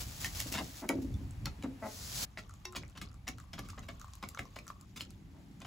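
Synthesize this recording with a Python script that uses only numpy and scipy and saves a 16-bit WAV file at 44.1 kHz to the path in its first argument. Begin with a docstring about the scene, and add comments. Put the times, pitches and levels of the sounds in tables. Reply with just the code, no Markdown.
"""A hen pecks pellets from a steel feeder pan, close up: each peck is a hard tap and a short crunch of
feed, coloured by the damped pan, and between pecks her beak clacks as she swallows.
Before that, hens scuffle through litter, flap up into a wooden coop, thud on its hollow floor and cluck
(throat pulses through resonances), and a hand rubs on the camera. Under it all the coop rumbles and
booms in faint outdoor air, and its close walls add a short tail."""
import sys
import numpy as np
from scipy import signal
from scipy.fft import rfft, irfft
from scipy.io import wavfile
from scipy.ndimage import uniform_filter1d

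SR = 44100
rng = np.random.default_rng(int(sys.argv[2]) if len(sys.argv) > 2 else 0)


def master_out(mix):
    """Clip the mix to full scale and print it as 16-bit PCM to the path in sys.argv[1]."""
    frames = np.transpose(np.atleast_2d(mix))
    ceiling = np.clip(frames, -1, 1)
    pcm = np.round(ceiling * 32767).astype(np.int16)
    wavfile.write(sys.argv[1], SR, pcm)


N = 249914
HZ = np.fft.rfftfreq(N, 1 / SR)
NOW = np.arange(N) / SR
CLOSE_UP_S = 2.27  # from here on the microphone is next to the pan

# feed or litter giving way: t/s, length/s, level/dB, brightness/dB
CRUNCHES = [(0.248, 0.028, -48, 3), (0.392, 0.027, -51, 6.5), (0.518, 0.0097, -48.5, 8.5),
            (0.545, 0.023, -42.5, -3), (.57, 0.033, -42.5, -3), (.892, 0.03, -54.5, -17.5),
            (1.462, 0.018, -51, -8), (1.633, 0.0058, -51.5, -0.5), (2.377, 0.028, -53, -2.5),
            (2.755, 0.02, -45, 0.5), (2.951, .02, -61, -6), (2.971, 0.011, -52.5, -1),
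            (3.013, 0.013, -48, 0), (3.269, 0.024, -50.5, -5), (3.532, 0.01, -50, -2),
            (3.578, 0.017, -50.5, -8), (3.646, .02, -66, 1.5), (3.688, 0.022, -62, 3),
            (3.78, 0.011, -55, -9.5), (3.826, 0.018, -61.5, -2.5), (3.884, 0.018, -53, -7.5),
            (4.225, 0.013, -51, -10.5), (4.386, 0.014, -53, 0.5), (4.558, 0.0089, -52, -0.5),
            (4.959, .021, -52, 2), (4.995, .037, -56, 3), (5.608, 0.021, -60.5, -4.5),
            (5.645, 0.011, -54, -5)]
# the beak snapping shut: t/s, mouth level/dB, tick level/dB
CLACKS = [(1.1414, -71, -56), (1.309, -63, -50.5), (2.495, -52, -55), (2.509, -52, -58.5),
          (2.539, -58, -54), (2.7244, -57, -50.5), (2.731, -48, -68), (2.8806, -77, -59),
          (2.8983, -63, -60), (3.1155, -61, -66), (3.1427, -58, -59), (3.3838, -49.5, -53),
          (3.4006, -47, -53.5), (3.44, -59, -66), (3.6873, -50, -49.5), (3.703, -55, -47),
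          (3.732, -47.5, -81), (3.7929, -72, -50), (3.9976, -58, -53.5), (4.0149, -44, -49.5),
          (4.0441, -48, -58), (4.0819, -53, -63), (4.1355, -57.5, -48.5), (4.1534, -64, -51),
          (4.3476, -44.5, -49), (4.454, -51.5, -58), (4.6677, -51, -53), (4.6795, -48, -45),
          (4.702, -39.5, -73), (4.8117, -64, -53), (5.106, -68, -52.5), (5.6036, -64, -55)]
# feet and pecks shaking the floor: t/s, level/dB, share of low thud against board ring/0-1
STEPS = [(0.059, -36, 0.99), (0.458, -44, 0), (.52, -45, 0), (.894, -25.5, 0.01), (0.933, -34, 0.01),
         (.955, -31.5, 0.2), (0.987, -31, 0.38), (1.045, -32, 0.44), (1.107, -32.5, 0.93), (1.135, -46, .4),
         (1.206, -36, 0.56), (1.226, -43, 0.67), (1.383, -43, .99), (1.443, -33, 1), (1.586, -40, 0.6),
         (1.643, -35, 0.4), (2.01, -45, 1), (2.179, -41.5, 0.84), (2.376, -51.5, 0.26), (2.763, -43.5, 0.8),
         (3.289, -43, 0.34), (3.593, -44, 0.37), (4.397, -37.5, .79)]
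# envelope of pellets shifting between pecks, highest while she feeds most eagerly: t/s, level/dB
FEEDING = [(2.27, -71.5), (2.7, -68.5), (3.2, -84), (3.65, -63.5), (4.45, -65), (4.85, -69), (5.25, -74),
           (5.67, -68.5)]
# envelope of the low rumble as the hens move about: t/s, level/dB
BUSTLE = [(0, -42.5), (.13, -53), (.2, -44.5), (.58, -46), (.74, -52.5), (.93, -56.5), (1.13, -36.5),
          (1.33, -46), (1.47, -37.5), (1.55, -53), (1.7, -48.5), (1.93, -54.5), (2.16, -45.5),
          (2.27, -52.5), (3.5, -51), (3.7, -46), (4.05, -52.5), (4.8, -56), (5.15, -52.5), (5.67, -55.5)]
# body, crack, sizzle and sparkle of a contact: low f/Hz, high f/Hz
BANDS = [(400, 1500), (1500, 5000), (5000, 9000), (9000, 16000)]


def taps(rise_s=0.00014, decay_s=0.00059, shudder_s=0.0032, shudder_db=-17, onset_s=0.0023, onset_db=-17):
    """A hard tap of beak or claw with a brief soft onset; what was hit shudders briefly."""
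    # hard contacts: t/s, level/dB, brightness/dB
    hits = [(.245, -35.5, 4), (.402, -38.5, 9), (.54, -34, 1), (0.8904, -37.5, 9.5), (1.457, -36.5, 3.5),
            (1.625, -45.5, -0.5), (2.3743, -45.5, -4.5), (2.3872, -46, -3), (2.6529, -40.5, 0.5),
            (2.7499, -44.5, -8), (2.7661, -41.5, 2), (2.8338, -52, -6), (2.9771, -52, -0.5),
            (3.2788, -41, 1.5), (3.286, -36.5, 2.5), (3.532, -51, 1.5), (3.5911, -46, 6.5),
            (3.7778, -53.5, -12.5), (3.8871, -45, -1), (4.2268, -46.5, 1), (4.237, -41, -5),
            (4.288, -53, 11.5), (4.374, -44, -6.5), (4.3919, -34.5, -5), (4.5648, -47.5, -12.5),
            (4.5878, -47.5, 1), (5.0086, -48, 4.5), (5.6179, -47.5, -2), (5.6495, -46.5, -7),
            (5.6644, -36, 6.5)]
    early_s = 0.008  # the soft onset starts ahead of the blow
    out, t = np.zeros(N), NOW[:SR // 20] - early_s
    after = np.maximum(t, 0)
    dying = np.exp(-after / decay_s) + amp(shudder_db) * np.exp(-after / shudder_s)
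    blow = (1 - np.exp(-after / rise_s)) * dying
    press = blow + amp(onset_db) * np.exp(-abs(t) / onset_s)
    for s, db, bright_db in hits:
        levels_db = band_levels([-5, -1, -5.5, -10.5], db, bright_db)
        add(out, s - early_s, contact(press * rng.standard_normal(len(t)), 0.0017, levels_db))
    return out


def crunches(per_s=2200, spread_db=4, rise_s=0.0019, settle_s=0.0075, grit=0.56):
    """Pellets or litter grind together under a push, then settle."""
    out, t = np.zeros(N), NOW[:SR // 10]
    for s, length, db, bright_db in CRUNCHES:
        push = np.minimum(t / rise_s, 1) * np.exp(-np.maximum(t - 0.68 * length, 0) / settle_s)
        force = push * (grains(len(t), per_s, spread_db) + grit * rng.standard_normal(len(t)))
        add(out, s, contact(force, length, band_levels([-4.5, -0.5, -4.5, -10.5], db, bright_db)))
    return out


def band_levels(colour_db, db, bright_db):
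    """Levels of the four contact bands: a harder contact trades body for treble."""
    # tilt of body, crack, sizzle and sparkle: gain/dB per dB of brightness
    hardness = [-0.99, 0.27, 1.18, 1.8]
    return db + np.array(colour_db) + bright_db * np.array(hardness)


def contact(force, length_s, levels_db, detune=0.078):
    """A force excites the damped pan, a little differently at each place struck; each band is levelled."""
    # modes of the pan full of feed: f/Hz, width/Hz, level/dB
    modes = [(660, 52, 2), (1091, 47, 0.5), (2234, 107, 12.5), (2890, 740, 9.5), (3540, 210, 4.5),
             (5620, 84, 0), (7040, 250, 0.5)]
    shifts = np.exp(detune * rng.standard_normal(len(modes)))
    pan = sum(amp(db) * resonate(force, hz * shift, width) for (hz, width, db), shift in zip(modes, shifts))
    struck, out = hopper_echo(force + pan), 0
    for band, db in zip(BANDS, levels_db):
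        part = butterworth(struck, 4, band, "band")
        out = out + amp(db) * part * np.sqrt(length_s * SR / np.sum(part ** 2))
    return out


def hopper_echo(x, nearest_s=0.0007, farthest_s=0.0024, echo_db=-6):
    """The steel hopper throws each contact straight back, from a distance that changes from peck to peck."""
    delay = round(rng.uniform(nearest_s, farthest_s) * SR)
    return x + amp(echo_db) * np.pad(x, (delay, 0))[:len(x)]


def ringing():
    """The steel pan rings out when its bare rim is struck; knocks, fittings and her mouth ring briefly."""
    # blows on the rim: t/s, level/dB, pitch factor from the place struck
    rim_hits = [(2.6536, -49, 0.97), (3.532, -59, 0.9)]
    # free modes of the pan: f/Hz, level/dB, t60/s
    pan_modes = [(373.5, -5.5, 0.42), (860, -9.5, 0.26), (1079, -7, 0.47), (1500, -17, 0.17),
                 (1884, -8, 0.2), (2750, 4.5, 0.079), (3970, 1, 0.078), (3700, -12, 0.088),
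                 (4730, 0, 0.075), (5780, 15.5, 0.029), (6350, 0, 0.074), (7300, -14, 0.057)]
    # short pitched rings of knocks, fittings and the hen's mouth: t/s, f/Hz, level/dB, t60/s
    short_rings = [(.246, 1830, -32, 0.068), (.245, 2580, -29.5, 0.018), (.891, 2277, -24, 0.024),
                   (0.89, 3060, -36, .018), (.9, 1953, -36, 0.054), (1.14, 3540, -56, 0.059),
                   (1.457, 5570, -30, 0.021), (1.457, 4250, -34, .025), (2.374, 2040, -29, 0.0083),
                   (2.757, 2940, -47, 0.055), (2.834, 2290, -44, 0.014), (3.279, 5750, -35, 0.026),
                   (3.533, 3300, -50, 0.13), (4.237, 2250, -40.5, .04), (4.374, 1200, -39, 0.024),
                   (4.588, 2420, -36, 0.012), (5.008, 3020, -27.5, 0.0093), (5.008, 4150, -39, .025)]
    out = np.zeros(N)
    for s, db, factor in rim_hits:
        add(out, s, amp(db) * ring(pan_modes, factor))
    for s, hz, db, t60 in short_rings:
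        add(out, s, ring([(hz, db, t60)]))
    return out


def scatter(crunch, settle_s=0.039, gain_db=-11):
    """The sharper a crunch, the more bits it throws up to patter back down."""
    keep = np.exp(-1 / (settle_s * SR))
    sharp = butterworth(crunch, 3, BANDS[1][0], "high")
    thrown = np.sqrt(signal.lfilter([1 - keep], [1, -keep], sharp ** 2))
    return amp(gain_db) * thrown * unit(diffuse(pellets(1162, 7560, per_s=700, cycles=4.9, spread_db=9)))


def clacks(mouth_decay_s=0.0028, tick_decay_s=0.00063, tick_hz=7100, wetness=0.42, gain_db=6):
    """The horn of the beak ticks and the mouth cavity rings for a few cycles."""
    out, t = np.zeros(N), NOW[:SR // 30]
    mouth_envelope = np.exp(-t / mouth_decay_s) * (1 - np.exp(-t / 0.00049))
    for (s, mouth_db, tick_db), hz in zip(CLACKS, mouth_pitches()):
        snap = rng.standard_normal(len(t)) * np.exp(-t / tick_decay_s)
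        tick = resonate(snap, tick_hz * rng.uniform(0.83, 1.16), width_hz=1700) + 0.14 * snap
        tick *= np.sqrt(tick_decay_s * SR / np.sum(tick ** 2))
        smack = unit(resonate(rng.standard_normal(len(t)), hz, width_hz=290))
        mouth = (np.sin(2 * np.pi * hz * t) + wetness * smack) * mouth_envelope
        add(out, s, amp(mouth_db) * mouth + amp(tick_db) * tick)
    return amp(gain_db) * out


def mouth_pitches(front_hz=1352, back_hz=1050, swallow_s=0.035, pause_s=0.12):
    """The mouth resonance sinks from clack to clack as the feed moves back; a pause starts a new bout."""
    pitches, began, last = [], 0, 0
    for s, *_ in CLACKS:
        if s - last > pause_s:
            began = s
        pitches.append(back_hz + (front_hz - back_hz) * np.exp((began - s) / swallow_s))
        last = s
    return pitches


def nibbling(rattle_db=-4, mouth_db=-1, clump_db=1.5):
    """Loose pellets tick in clumps in the pan and roll in the hollow of the mouth."""
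    # EQ of pan and mouth: f/Hz, level/dB
    pan_eq = [(500, -12), (2000, -3), (3500, 3), (5000, 2.5), (7200, 4), (9500, -6), (16000, 6)]
    mouth_eq = [(400, -25), (850, -19.5), (1130, 7), (1550, -13), (3000, -21)]
    rattle = diffuse(pellets(1485, 14330, per_s=2200, cycles=9, spread_db=0), pan_eq)
    mouth = diffuse(pellets(845, 1595, per_s=260, cycles=5, spread_db=4.5), mouth_eq)
    clumps = amp(clump_db * unit(uniform_filter1d(rng.standard_normal(N), size=1500)))
    return amp(rattle_db) * pan_stir() * unit(rattle * clumps) + amp(mouth_db) * mouthful() * unit(mouth)


def pan_stir(peck_db=-12, clack_db=-11, rise_s=0.0024, fade_s=0.024):
    """Envelope of loose feed in the close-up: a little all the time, more after each peck and clack."""
    pecked = [(s, length, db + peck_db) for s, length, db, _ in CRUNCHES if s > CLOSE_UP_S]
    spilled = [(s, rise_s, tick_db + clack_db) for s, _, tick_db in CLACKS if s > CLOSE_UP_S]
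    return np.hypot(level(FEEDING), swells(pecked + spilled, rise_s, fade_s))


def mouthful(clack_db=-14, peck_db=-15, feeding_db=-2, rise_s=0.0039, head_lift_s=4.85):
    """Envelope of feed rolling in the mouth, most after pecks and clacks, until she lifts her head."""
    picked = [(s, length, db + peck_db) for s, length, db, _ in CRUNCHES if s > CLOSE_UP_S]
    tossed = [(s, rise_s, db + clack_db) for s, db, _ in CLACKS]
    rolling = np.hypot(swells(picked, rise_s, fade_s=0.061), swells(tossed, rise_s, fade_s=0.026))
    return np.hypot(rolling, amp(feeding_db) * level(FEEDING)) * (NOW < head_lift_s)


def pellets(low_hz, high_hz, per_s, cycles, spread_db, count=36):
    """Many small things knock together, each ringing for a few cycles at its own pitch."""
    out, t = np.zeros((2, N)), NOW[:SR // 40]
    for hz in np.geomspace(low_hz, high_hz, count):
        tick = np.sin(2 * np.pi * hz * t) * np.exp(-t * hz / cycles) * np.sqrt(hz / low_hz)
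        for channel in out:
            for when, size in rng.random((int(per_s / count * N / SR), 2)):
                add(channel, when * N / SR, amp(spread_db * min(-np.log(1 - size), 3)) * tick)
    return unit(out)


def steps(thud_hz=72, upper_hz=122, thud_t60=0.12, rise_s=0.00041, soft_db_per_octave=22):
    """Blows on the floor: the joists thud and the boards ring; a soft foot spares the high modes."""
    # modes of the hollow wooden floor: f/Hz, level/dB, t60/s
    boards = [(264.4, 0.5, 0.089), (284.8, -1.5, 0.089), (333.5, -5, 0.093), (458, -7, 0.07),
              (559, -5.5, 0.051), (652, -12, 0.11), (918, -14.5, 0.11)]
    out, corner_hz = np.zeros(N), boards[1][0]
    for s, db, soft in STEPS:
        slope = soft_db_per_octave * soft
        dulled = [(hz, g - slope * max(np.log2(hz / corner_hz), 0), t60) for hz, g, t60 in boards]
        thud = ring([(thud_hz, 0, thud_t60), (upper_hz, -3, thud_t60)])
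        step = soft * thud + (1 - soft) * ring(dulled)
        add(out, s, amp(db) * step * (1 - np.exp(-NOW[:len(step)] / rise_s)))
    return out


def clucks(chest_hz=270, chest_width_hz=100, jitter=0.042, dull_hz=2100):
    """Short falling pulse trains with hoarse puffs: muffled by a shut beak, bright through an open one."""
    # t/s, length/s, start f/Hz, end f/Hz, level/dB, beak opening/dB, roughness/0-1
    calls = [(0.589, 0.04, 248, 208.6, -44, -11, 0.75), (0.814, .052, 295.3, 223.6, -43.5, -7, 0.7),
             (1.633, 0.034, 271.6, 216, -39.5, -22, 0.5), (1.813, 0.069, 227.2, 209, -42.5, 6, 0.36),
             (1.877, 0.037, 222.3, 214, -52, -4, 0.32), (5.32, .11, 231, 212, -69.5, 3, 0.74)]
    # formants of the throat with open beak: f/Hz, width/Hz, level/dB
    throat = [(620, 150, -2.5), (860, 25, -6.5), (1220, 61, -19), (1520, 36, -27), (1950, 53, -11)]
    out = np.zeros(N)
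    for s, length, start_hz, end_hz, db, open_db, rough in calls:
        n = int(length * SR)
        waver = 1 + jitter * unit(uniform_filter1d(rng.standard_normal(n), size=120))
        turns = np.cumsum(np.linspace(start_hz, end_hz, n) * waver) / SR
        pulses = unit(sum(np.cos(2 * np.pi * k * turns) for k in range(1, 13)))
        puffs = unit(uniform_filter1d(np.exp(-2 * (turns % 1)) * rng.standard_normal(n), size=8))
        drive = ((1 - rough) * pulses + rough * puffs) * signal.windows.tukey(n, 0.5)
        drive = np.pad(drive, (0, SR // 50))
        formants = [(chest_hz, chest_width_hz, -open_db)] + throat
        voice = sum(amp(g) * resonate(drive, hz, width) for hz, width, g in formants)
        voice = butterworth(voice, 3, dull_hz, "low")
        add(out, s, amp(db) * voice / np.std(voice[:n]))
    return out


def rustling(gain_db=2):
    """Dry straw and feathers crackle finely, dying away once the hens are indoors."""
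    # envelope of the rustle: t/s, level/dB
    rustle = [(0, -52), (.5, -50.5), (.76, -55), (.87, -65.5), (1.1, -69), (1.85, -80)]
    # scratching feet and wing beats: t/s, length/s, level/dB
    scuffles = [(0, 0.019, -43), (.2, 0.064, -45), (.345, 0.072, -45), (.465, 0.016, -47),
                (.525, 0.019, -44), (.755, 0.048, -52.5), (1.015, 0.011, -58.5)]
    # EQ of straw and feathers: f/Hz, level/dB
    straw_eq = [(300, -5.5), (700, 1), (1400, 0), (2400, 0), (3500, 2), (5500, 4), (8000, 1.5),
                (10000, -1.5), (16000, -2)]
    crackle = grains((2, N), per_s=5000, spread_db=3.8) + 0.36 * rng.standard_normal((2, N))
    stirred = np.hypot(level(rustle), swells(scuffles, rise_s=0.0047, fade_s=0.022))
    return amp(gain_db) * stirred * unit(diffuse(crackle, straw_eq))


def hand_rub():
    """Skin slides on the camera with a gritty swish, harder until it lets go."""
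    # envelope of the slide: t/s, level/dB
    slide = [(1.8, -68), (1.87, -52.5), (2.1, -45), (2.235, -35), (2.248, -37.5), (2.256, -63)]
    # EQ of the friction: f/Hz, level/dB
    skin_eq = [(300, -7.5), (1000, -5), (2500, -6), (4500, 1), (6500, 0.5), (8500, -2.5), (10000, -4.5),
               (13000, -5.5), (16000, -7)]
    friction = grains((2, N), per_s=7200, spread_db=6.2) + rng.standard_normal((2, N))
    return level(slide) * unit(diffuse(friction, skin_eq))


def coop_reverb(x, first_echo_s=0.00286):
    """Close wooden walls give dense, quickly dying reflections."""
    # decay of the coop: f/Hz, t60/s
    decay = [(100, 0.15), (300, 0.55), (1000, 0.11), (4000, 0.16), (8000, 0.12), (16000, 0.082)]
    echoes = grains((2, SR // 2), per_s=4000, spread_db=0.42) * (NOW[:SR // 2] > first_echo_s)
    hz, t, spectra = signal.stft(echoes, SR, nperseg=256)
    tail = signal.istft(spectra * amp(-60 * t / read(decay, hz)[:, None]), SR, nperseg=256)[1]
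    return diffuse(signal.fftconvolve(x[None], tail / np.linalg.norm(tail[0]), axes=1)[:, :N])


def background(rumble_db=-1, boom_db=-3, hollow_hz=280, hollow_width_hz=42, hollow_db=-9, air_db=-65.5):
    """Low stirring of the wooden coop, which hums at its hollow resonance, under faint outdoor air."""
    # EQ of the rumble, the floor's boom and the still yard air: f/Hz, level/dB
    rumble_eq = [(15, -66), (30, -7), (45, -0.5), (68, -1.5), (110, -3.5), (150, -11.5), (220, -19.5),
                 (500, -95)]
    boom_eq = [(80, -39), (150, 4), (210, 7), (290, -10), (380, -9), (600, -38), (1200, -30), (3000, -85)]
    air_eq = [(100, 12.5), (400, -4), (800, 4), (1300, -3.5), (2200, -3.5), (4000, -10), (7000, -15),
              (10000, -14.5), (16000, -22)]
    # a faint hollow hum swelling in the lull: t/s, level/dB
    hum = [(4.6, -63), (5.1, -56), (5.67, -55.5)]
    # the air is louder at the doorway than in the shelter of the feeder: t/s, level/dB
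    shelter = [(0, 4.5), (2.24, 7.5), (2.3, -1), (4.6, -0.5), (4.9, -3), (5.67, 1.5)]
    rumble, boom, air = (unit(diffuse(rng.standard_normal((2, N)), eq))
                         for eq in (rumble_eq, boom_eq, air_eq))
    hollow = resonate(rng.standard_normal((2, N)), hollow_hz, hollow_width_hz)
    hollow = unit(diffuse(resonate(hollow, hollow_hz, 4 * hollow_width_hz)))
    body = amp(boom_db) * boom + amp(hollow_db) * hollow
    return (amp(rumble_db) * rumbling() * rumble
            + np.hypot(booming(), level(hum)) * body
            + amp(air_db) * level(shelter) * air)


def booming(bustle_db=-12, step_db=-14, push_db=-1, dull=0.42, rise_s=0.012, fade_s=0.052):
    """Envelope of the hollow floor: it booms with the bustle, each step and each dull push into feed."""
    stepped = [(s, rise_s, db + step_db) for s, db, _ in STEPS]
    pushed = [(s, length, db + push_db - dull * bright_db) for s, length, db, bright_db in CRUNCHES]
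    return np.hypot(amp(bustle_db) * level(BUSTLE), swells(stepped + pushed, rise_s, fade_s))


def rumbling(push_db=-4, dull=0.47, rise_s=0.012, fade_s=0.084):
    """Envelope of the rumble: it follows the bustle, and each push into the feed shakes the joists."""
    pushed = [(s, length, db + push_db - dull * bright_db)
              for s, length, db, bright_db in CRUNCHES if s > CLOSE_UP_S]
    return np.hypot(level(BUSTLE), swells(pushed, rise_s, fade_s))


def diffuse(pair, eq=((1, 0), (20000, 0))):
    """Colours two unrelated signals and makes them as alike as the two microphones hear them."""
    # likeness of diffuse sound in left and right: f/Hz, coherence/0-1
    likeness = [(60, 0.96), (290, 0.9), (640, 0.3), (1500, 0.12), (3500, 0.23), (5500, 0.36), (7000, 0.91),
                (9000, 1), (16000, 0.95)]
    left, other = rfft(pair) * amp(read(eq, HZ))
    alike = read(likeness, HZ)
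    return irfft([left, alike * left + np.sqrt(1 - alike ** 2) * other], N)


def grains(shape, per_s, spread_db):
    """Random tiny clicks, a few of them larger than the rest."""
    sizes = amp(spread_db * np.minimum(rng.exponential(1, shape), 4))
    return unit(sizes * rng.choice([-1, 1], shape) * (rng.random(shape) < per_s / SR))


def ring(modes, factor=1):
    """Free ringing of modes (f/Hz, level/dB, t60/s) after one blow."""
    t = NOW[:SR // 2]
    return sum(amp(db - 60 * t / t60) * np.sin(2 * np.pi * hz * factor * t) * rng.choice([-1, 1])
               for hz, db, t60 in modes)


def swells(events, rise_s, fade_s):
    """Envelope of events (t/s, length/s, level/dB) that each rise, hold and die away; their powers add."""
    power, t = np.zeros(N), NOW[:SR // 2]
    for s, length, db in events:
        swell = amp(db) * np.minimum(t / rise_s, 1) * np.exp(-np.maximum(t - length, 0) / fade_s)
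        add(power, s, swell ** 2)
    return np.sqrt(power)


def resonate(x, hz, width_hz):
    """One resonance of gain 1."""
    return signal.lfilter(*signal.iirpeak(hz, hz / width_hz, fs=SR), x)


def butterworth(x, order, hz, kind):
    """Low-, high- or band-pass filter."""
    return signal.sosfilt(signal.butter(order, hz, kind, fs=SR, output="sos"), x)


def amp(db):
    """Decibels to gain."""
    return 10 ** (np.asarray(db) / 20)


def unit(x):
    """Scales to rms 1."""
    return x / np.sqrt(np.mean(x ** 2) + 1e-20)


def read(points, hz):
    """Reads a curve on a log-frequency axis."""
    f, value = np.transpose(points)
    return np.interp(np.log(hz + 1), np.log(f + 1), value)


def level(curve):
    """A dB envelope as a gain, silent outside its span."""
    return amp(np.interp(NOW, *np.transpose(curve), -120, -120))


def add(mix, s, sound):
    """Adds a sound at time s."""
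    part = mix[max(round(s * SR), 0):][:len(sound)]
    part += sound[:len(part)]


def scene(peck_send_db=-8, beak_send_db=-10, hen_send_db=-10):
    """All sources together; pecks, beak, steps and clucks also feed the coop's reverb."""
    crunch = crunches()
    pecks = taps() + crunch + ringing()
    beak = clacks()
    hens = steps() + clucks()
    room = coop_reverb(amp(peck_send_db) * pecks + amp(beak_send_db) * beak + amp(hen_send_db) * hens)
    return pecks + scatter(crunch) + beak + hens + room + rustling() + hand_rub() + nibbling() + background()


def record(dry, low_cut_hz=38, high_cut_hz=15800):
    """The microphone pair leans left, differs in phase in the treble and drops deep bass and the very top."""
    # stereo balance: f/Hz, left minus right/dB
    balance = [(100, -0.2), (500, 2), (3000, 0.98), (5000, 3), (7500, 0), (16000, 0)]
    # phase between the microphones: f/Hz, lead of left/rad
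    phase = [(0, 0), (2000, .3), (3200, .8), (5300, -.2), (7000, 0), (9000, -3.14), (11200, -6.28),
             (13300, -9.42), (15400, -12.57), (17000, -13)]
    lean = amp(read(balance, HZ) / 2)
    lead = np.exp(1j * np.interp(HZ, *np.transpose(phase)))
    heard = irfft(rfft(dry) * np.array([lean * lead, 1 / lean]), N)
    heard = butterworth(heard, 3, low_cut_hz, "high")
    high_cut = signal.firwin(511, high_cut_hz, window=("kaiser", 9), fs=SR)
    return signal.oaconvolve(heard, high_cut[None], "same")


dry = scene()
out = record(dry)
master_out(out)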